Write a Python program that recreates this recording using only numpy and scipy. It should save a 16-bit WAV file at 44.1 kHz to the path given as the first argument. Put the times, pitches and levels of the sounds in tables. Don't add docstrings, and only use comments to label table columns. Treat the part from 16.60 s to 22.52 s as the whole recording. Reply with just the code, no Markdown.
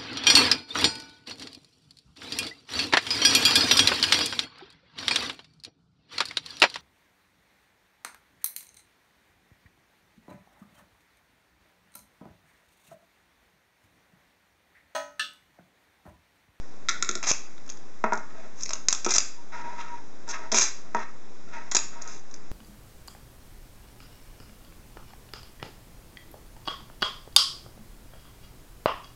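import sys
import numpy as np
from scipy import signal
from scipy.io import wavfile
from scipy.ndimage import uniform_filter1d

SR = 44100
rng = np.random.default_rng(int(sys.argv[2]) if len(sys.argv) > 2 else 0)


def boost_factor(decibels):
    exponent = np.asarray(decibels, float) / 20
    return 10 ** exponent


def waveform_to_disk(signal):
    frames = np.transpose(np.atleast_2d(signal))
    scaled = np.clip(frames, -1, 1) * 32767
    samples = np.round(scaled).astype(np.int16)
    wavfile.write(sys.argv[1], SR, samples)


N = 260895


def evened(x):
    return x / np.sqrt(np.mean(x ** 2) + 1e-20)


def peaked(x):
    return x / abs(x).max()


def unit_energy(response):
    return response / np.linalg.norm(response)


def read(points, hz):
    f, value = np.transpose(points)
    return np.interp(np.log(hz + 1), np.log(f + 1), value)


def add(mix, s, sound):
    part = mix[round(s * SR):][:len(sound)]
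    part += sound[:len(part)]


def through(x, response):
    return signal.oaconvolve(x, response)[:N]


def causal(points, size=4096):
    log_gain = np.log(boost_factor(read(points, abs(np.fft.fftfreq(size, 1 / SR)))))
    spectrum = np.exp(np.conj(signal.hilbert(log_gain)))
    return np.fft.ifft(spectrum).real[:size // 2]


def ringing(modes, place=None):
    t = np.arange(SR // 3) / SR
    out = np.zeros(len(t))
    for order, (hz, db, t60) in enumerate(modes, 1):
        weight = 1 if place is None else 0.1 + abs(np.sin(np.pi * place * order))
        out += weight * boost_factor(db - 60 * t / t60) * np.sin(2 * np.pi * hz * t)
    radiation = signal.butter(5, 0.87 * modes[0][0], "high", fs=SR, output="sos")
    return peaked(signal.sosfilt(radiation, out))


def pushed(response, contact_ms):
    force = np.exp(-np.arange(400) / (contact_ms * SR / 1000))
    return peaked(np.convolve(response, force))


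def chatter(count, fall_db, share):
    rows = share * rng.standard_normal((count, 500)) * boost_factor(-fall_db * np.arange(500))
    rows[:, 0] = 1
    return rows


def grains(per_s, spread_db):
    size = boost_factor(spread_db * np.minimum(rng.exponential(1, N), 3))
    signed = size * rng.choice([-1, 1], N)
    return evened(signed * (rng.random(N) < per_s / SR))


# (frequency [Hz], relative density [dB])
HISS_SPECTRUM = [(25, -36.5), (60, 2), (120, 5.5), (280, 7), (600, -2), (1300, -7), (2300, -13.5),
                 (3700, -17), (5500, -17), (7000, -20.5), (10000, -27)]


def hiss():
    level_db, patch_db = -47, 0.83
    frames, hz = N // 256 + 5, np.fft.rfftfreq(1024, 1 / SR)
    real, imaginary, patches = rng.standard_normal((frames, 513, 3)).T
    patches = uniform_filter1d(patches, 20, axis=0)
    patches = evened(uniform_filter1d(patches, 20, axis=1))
    z = (real + 1j * imaginary) * boost_factor(read(HISS_SPECTRUM, hz)[:, None] + patch_db * patches)
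    return boost_factor(level_db) * evened(signal.istft(z, nperseg=1024, noverlap=768)[1][:N])


# (delay [s], level before the high-pass [dB])
EARLY_ECHOES = [(.0027, -4.5), (.0045, -20.5), (.009, -18.5), (0.0216, -12.5)]


def early_reflections(x):
    small_hz = 1150
    early = np.zeros(SR // 20)
    for s, db in EARLY_ECHOES:
        scatter = rng.standard_normal(80) * boost_factor(-0.4 * np.arange(80))
        add(early, s, boost_factor(db) * unit_energy(scatter))
    early = signal.lfilter(*signal.butter(2, small_hz, "high", fs=SR), early)
    early[0] = 1
    return through(x, early)


# (frequency [Hz], level [dB])
TAIL_SPECTRUM = [(200, -11.5), (1000, -2), (2000, -4), (4000, -11), (8000, -8)]
# (frequency [Hz], t60 [s])
TAIL_DECAY = [(200, 0.18), (1000, 0.29), (3000, 0.46), (6000, 0.4), (9000, 0.32)]


def late_reverberation(x):
    turns_per_s = 7
    taps = np.zeros((3, SR))
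    at = np.arange(300, SR - 20, 20) + rng.integers(0, 20, (3, (SR - 301) // 20))
    np.put_along_axis(taps, at, rng.choice([-1., 1.], at.shape), 1)
    hz, t, z = signal.stft(taps, SR, nperseg=256)
    decay = boost_factor(-60 * t / read(TAIL_DECAY, hz)[:, None])
    tails = signal.istft(z * decay, SR, nperseg=256)[1]
    phase = np.arange(N) * turns_per_s / SR + np.arange(3)[:, None] / 3
    turns = np.sqrt(2 / 3) * np.cos(2 * np.pi * phase)
    late = sum(through(x * turn, unit_energy(tail)) for turn, tail in zip(turns, tails))
    return through(late, causal(TAIL_SPECTRUM))


def room(x):
    return early_reflections(x) + late_reverberation(x)


# (time [s], peak [dB])
AIR_PUFFS = [(0.639, -35), (0.7132, -10.5), (2.2857, -17), (5.152, -40)]


def puffs():
    rise_ms = 0.2
    out, u = np.zeros(N), np.arange(1500) / (rise_ms * SR / 1000)
    for s, db in AIR_PUFFS:
        add(out, s, -boost_factor(db) * u * np.exp(1 - u))
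    return out


# (frequency [Hz], level before place weighting [dB], t60 [s])
DESK_MODES = [(224, -3, 0.17), (291, -9, 0.054), (367, 1, .12), (425, -6, 0.13), (470, -7, 0.11),
              (556, -10, .05), (635, 0.5, 0.082)]
# (time [s], place [0-1])
BOX_STAND = [(.5, .143), (1.44, .65), (1.6, .63), (2.46, .143), (3.926, .345), (3.944, .2), (4.35, .32),
             (5.15, .17)]


def desk_blow(s, contact_ms):
    place = np.interp(s, *np.transpose(BOX_STAND))
    return pushed(ringing(DESK_MODES, place), contact_ms)


# (start [s], length [s],
# initial rms of the upper box modes [dB], lowest box mode [dB re rms], desk top [dB re rms])
BOX_MOVEMENTS = [(1.693, .03, -49, -9, -2), (1.737, .14, -52, -8, 4), (2.095, 0.032, -46.5, -1, 3.5),
                 (2.139, .05, -52, -4, -4), (2.763, 0.032, -71, 19, -5), (2.916, 0.12, -41.5, 0.5, -9),
                 (3.031, 0.17, -47, 6.5, -2.5), (3.175, 0.064, -41, -15, -23), (3.23, 0.069, -46, -3, -11),
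                 (3.277, 0.12, -49, 4.5, -7), (3.666, 0.078, -42, 0, -1), (3.726, 0.043, -30.5, -14, -24),
                 (3.769, 0.12, -47.5, 2, 0), (4.17, .03, -52, -3, -13), (4.238, 0.082, -58.5, -8, 6),
                 (4.355, 0.036, -37, 7.5, -1.5), (4.381, 0.067, -39, -19, -7), (4.868, 0.071, -53, -13, -1),
                 (4.921, 0.074, -41.5, 1.5, -8), (4.975, 0.13, -49.5, -6, -0.5), (5.309, 0.15, -49, -3, -3),
                 (5.445, 0.081, -46.5, -5, -1.5)]
# (frequency [Hz], level before place weighting [dB], t60 [s])
BOX_MODES = [(950, -3, .07), (1060, -10, .025), (1134, -10, .04), (1295, -5.5, .04), (1418, -6, .04),
             (1580, -8, .025), (1700, -16, .03), (1850, -7, .04), (2124, -14, .03), (2480, -14, .025)]
# (frequency [Hz], level [dB])
BRIGHT_SPECTRUM = [(1500, -67.5), (3000, -16.5), (4000, 0.5), (5200, 3), (6400, 6.5), (7500, 0.5),
                   (10000, -3.5)]
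# (frequency [Hz], level [dB])
DULL_SPECTRUM = [(60, -11), (300, -1.5), (700, -2.5), (1300, -0.5), (2000, -4), (2600, 1), (3300, -3),
                 (4500, -12.5), (7000, -31.5)]


def sliding_and_rocking():
    grip_s, settle_s = 0.012, 0.018
    slowing_db, scratch_db = -2.5, -14.5
    drive = np.zeros((4, N))
    for s, length, db, lowest_db, desk_db in BOX_MOVEMENTS:
        t = np.arange(0, length, 1 / SR)
        ramps = np.clip(np.minimum(t / grip_s, (length - t) / settle_s), 0, 1)
        movement = ramps * boost_factor(db + slowing_db * t / length)
        for row, part_db in zip(drive, (0, lowest_db, desk_db, scratch_db)):
            add(row, s, movement * boost_factor(part_db))
    upper = ringing(BOX_MODES[1:])
    add(upper, 0, 0.43 * peaked(causal(DULL_SPECTRUM)))
    bodies = upper, ringing(BOX_MODES[:1]), ringing(DESK_MODES, 0.368), causal(BRIGHT_SPECTRUM)
    grit = grains(2500, 1.6)
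    return sum(through(row * grit, unit_energy(body)) for row, body in zip(drive, bodies))


# (time [s], peak [dB], desk top [dB re peak], click [dB re peak],
# place on the box [0-1])
BOX_KNOCKS = [(1.4404, -9, -3.5, -20, 0.16), (1.4455, -15.5, -29, -30, 0.05), (1.5222, -12.5, -6, -25, .5),
              (1.5334, -14.5, -21, -3, .1), (1.575, -33.5, 6, 8.5, 0.4), (2.4638, -16, 1.5, -27, 0.13),
              (3.926, -26.5, 8.5, -28.5, 0.2), (3.944, -24.5, 3, -29, 0.5),
              (4.3478, -11.5, -8.5, -12, 0.44), (5.148, -22.5, -5.5, -25, 0.24)]


def knocks():
    out = np.zeros(N)
    click = peaked(causal(BRIGHT_SPECTRUM) + causal(DULL_SPECTRUM))
    rattles = chatter(len(BOX_KNOCKS), 0.021, 0.01)
    for (s, db, desk_db, click_db, box_place), rattle in zip(BOX_KNOCKS, rattles):
        box = signal.fftconvolve(ringing(BOX_MODES, box_place), rattle)
        add(out, s, boost_factor(db) * pushed(box, 0.36))
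        add(out, s, boost_factor(db + desk_db) * desk_blow(s, 0.35))
        add(out, s, boost_factor(db + click_db) * click)
    return out


# (time [s], peak [dB], crack of the film [dB re peak],
# push into the desk [dB re peak], place on the tab [0-1])
TAB_PICKS = [(0.2865, -8, 0, -68, 0.36), (.2918, -10, 7, -37, 0.48), (0.2973, -14, -1, -26, 0.38),
             (0.4251, -10.5, 7.5, -21, 0.27), (0.4909, -13, 7.5, -11, 0.25), (0.5536, -21, 13, -7, 0.25),
             (.98, -36.5, -14, -25, 0)]
# (frequency [Hz], level before place weighting [dB], t60 [s])
TAB_MODES = [(1475, -9, 0.1), (1396, 3.5, 0.047), (1860, 5.5, 0.0075), (2030, 1.5, 0.015),
             (2230, 0.5, 0.012), (2580, -1.5, 0.0078), (3370, 6.5, 0.0035), (3710, 6, 0.0081),
             (3640, 3.5, 0.0044), (4500, -45, 0.02)]


def tab():
    out, film = np.zeros(N), causal(BRIGHT_SPECTRUM)
    tears = chatter(len(TAB_PICKS), 0.18, 0.1)
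    for (s, db, crack_db, push_db, place), tear in zip(TAB_PICKS, tears):
        add(out, s, boost_factor(db) * ringing(TAB_MODES, place))
        add(out, s, boost_factor(db + crack_db) * peaked(signal.fftconvolve(tear, film)))
        add(out, s + 0.0024, boost_factor(db + push_db) * desk_blow(s, 0.93))
    return out


# (time [s], peak of the bright part [dB], dull part [dB re peak])
TAPE_CRACKS = [(0.6287, -17.5, -2), (0.6376, -21.5, 3), (0.6587, -26, -18), (0.7148, -4.5, -9),
               (1.064, -37, -30), (1.078, -32, -12), (1.0924, -28.5, 1), (1.1, -22, -5), (1.172, -34, -6),
               (2.0088, -21, -19), (2.024, -21, -19), (2.0336, -10, -24), (2.037, -45.5, 3),
               (2.0597, -13.5, -14), (2.0925, -14.5, -8), (2.107, -16, -3.5), (2.1336, -9.5, -8),
               (2.2851, 0, -11.5), (2.3272, 0, -13), (2.4467, -5.5, -15), (2.4512, -15, -6.5),
               (2.463, -13.5, 0.5), (2.507, -4, -19), (2.521, -17, -37), (2.539, -5.5, -14),
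               (2.548, -8, -27), (2.562, -2.5, -29), (2.5827, -0.5, -9.5), (3.679, -26, -15),
               (3.689, -20, -19), (3.92, -21.5, -4), (3.9745, -4.5, -7), (3.985, 1, -12),
               (4.019, -19.5, -16.5), (5.114, -15, -16.5), (5.1486, -4, -18), (5.1533, -10, -18),
               (5.164, -12.5, -17), (5.173, -21.5, -15), (5.417, -28, -21), (5.421, -20.5, -31),
               (5.4755, -21.5, -27), (5.594, -37, -22), (5.712, -33, -11), (5.741, -26.5, -9)]


def tape_cracks():
    out, film, dull = np.zeros(N), causal(BRIGHT_SPECTRUM), causal(DULL_SPECTRUM)
    tears = chatter(len(TAPE_CRACKS), 0.23, 0.24)
    for (s, db, dull_db), tear in zip(TAPE_CRACKS, tears):
        add(out, s, boost_factor(db) * peaked(signal.fftconvolve(tear, film)))
        add(out, s, boost_factor(db + dull_db) * peaked(signal.fftconvolve(tear, dull)))
    return out


# (start [s], length [s], first rms of the bright part [dB],
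# last rms of it [dB], dull part [dB re rms])
TAPE_RIPS = [(0.634, 0.014, -38, -33, 3.5), (0.654, 0.023, -44.5, -24, -1.5),
             (0.677, .033, -28.5, -21.5, -7.5), (1.958, 0.068, -58.5, -45.5, -4),
             (2.487, 0.037, -32, -26, -4.5), (2.544, 0.022, -27.5, -17.5, -8), (3.18, 0.036, -64, -45, 9),
             (3.693, 0.024, -37.5, -33.5, -10), (3.917, 0.01, -22, -27, -4.5),
             (3.932, 0.015, -39.5, -25.5, 1), (3.944, 0.065, -23.5, -26.5, -5.5),
             (4.011, 0.082, -18, -43.5, -8), (5.117, 0.007, -19, -34.5, -4),
             (5.147, 0.0093, -31.5, -11, -8), (5.167, 0.0049, -10, -25, -9.5), (5.484, 0.097, -47, -53, -4)]


def tape_rips():
    bright_pull, dull_pull = np.zeros((2, N))
    for s, length, first_db, last_db, dull_db in TAPE_RIPS:
        pull = boost_factor(np.linspace(first_db, last_db, round(length * SR) + 2))
        add(bright_pull, s, pull)
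        add(dull_pull, s, pull * boost_factor(dull_db))
    swarm = grains(4000, 2.5)
    bright = through(bright_pull * swarm, unit_energy(causal(BRIGHT_SPECTRUM)))
    return bright + through(dull_pull * swarm, unit_energy(causal(DULL_SPECTRUM)))


def scene():
    handling = tape_cracks() + tape_rips() + tab() + knocks() + sliding_and_rocking()
    return (room(handling) + puffs() + hiss())[None]


def band_limit(x):
    return signal.sosfilt(signal.butter(12, 9100, fs=SR, output="sos"), x)


# (frequency [Hz], gain [dB])
MIC_RESPONSE = [(100, -8.5), (7000, 3), (7600, -0.5), (8300, -14.5), (9000, -32.5), (9500, -45.5),
                (11000, -66.5), (20000, -101)]
# (frequency [Hz], width [Hz])
MIC_NOTCHES = [(2993, 890), (4403, 780), (8010, 550)]


def record(dry):
    x = through(dry[0], causal(MIC_RESPONSE))
    for hz, width_hz in MIC_NOTCHES:
        x = signal.lfilter(*signal.iirnotch(hz, hz / width_hz, SR), x)
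    mix = x[None] - 0.0508
    return band_limit(mix)


dry = scene()
out = record(dry)
waveform_to_disk(out)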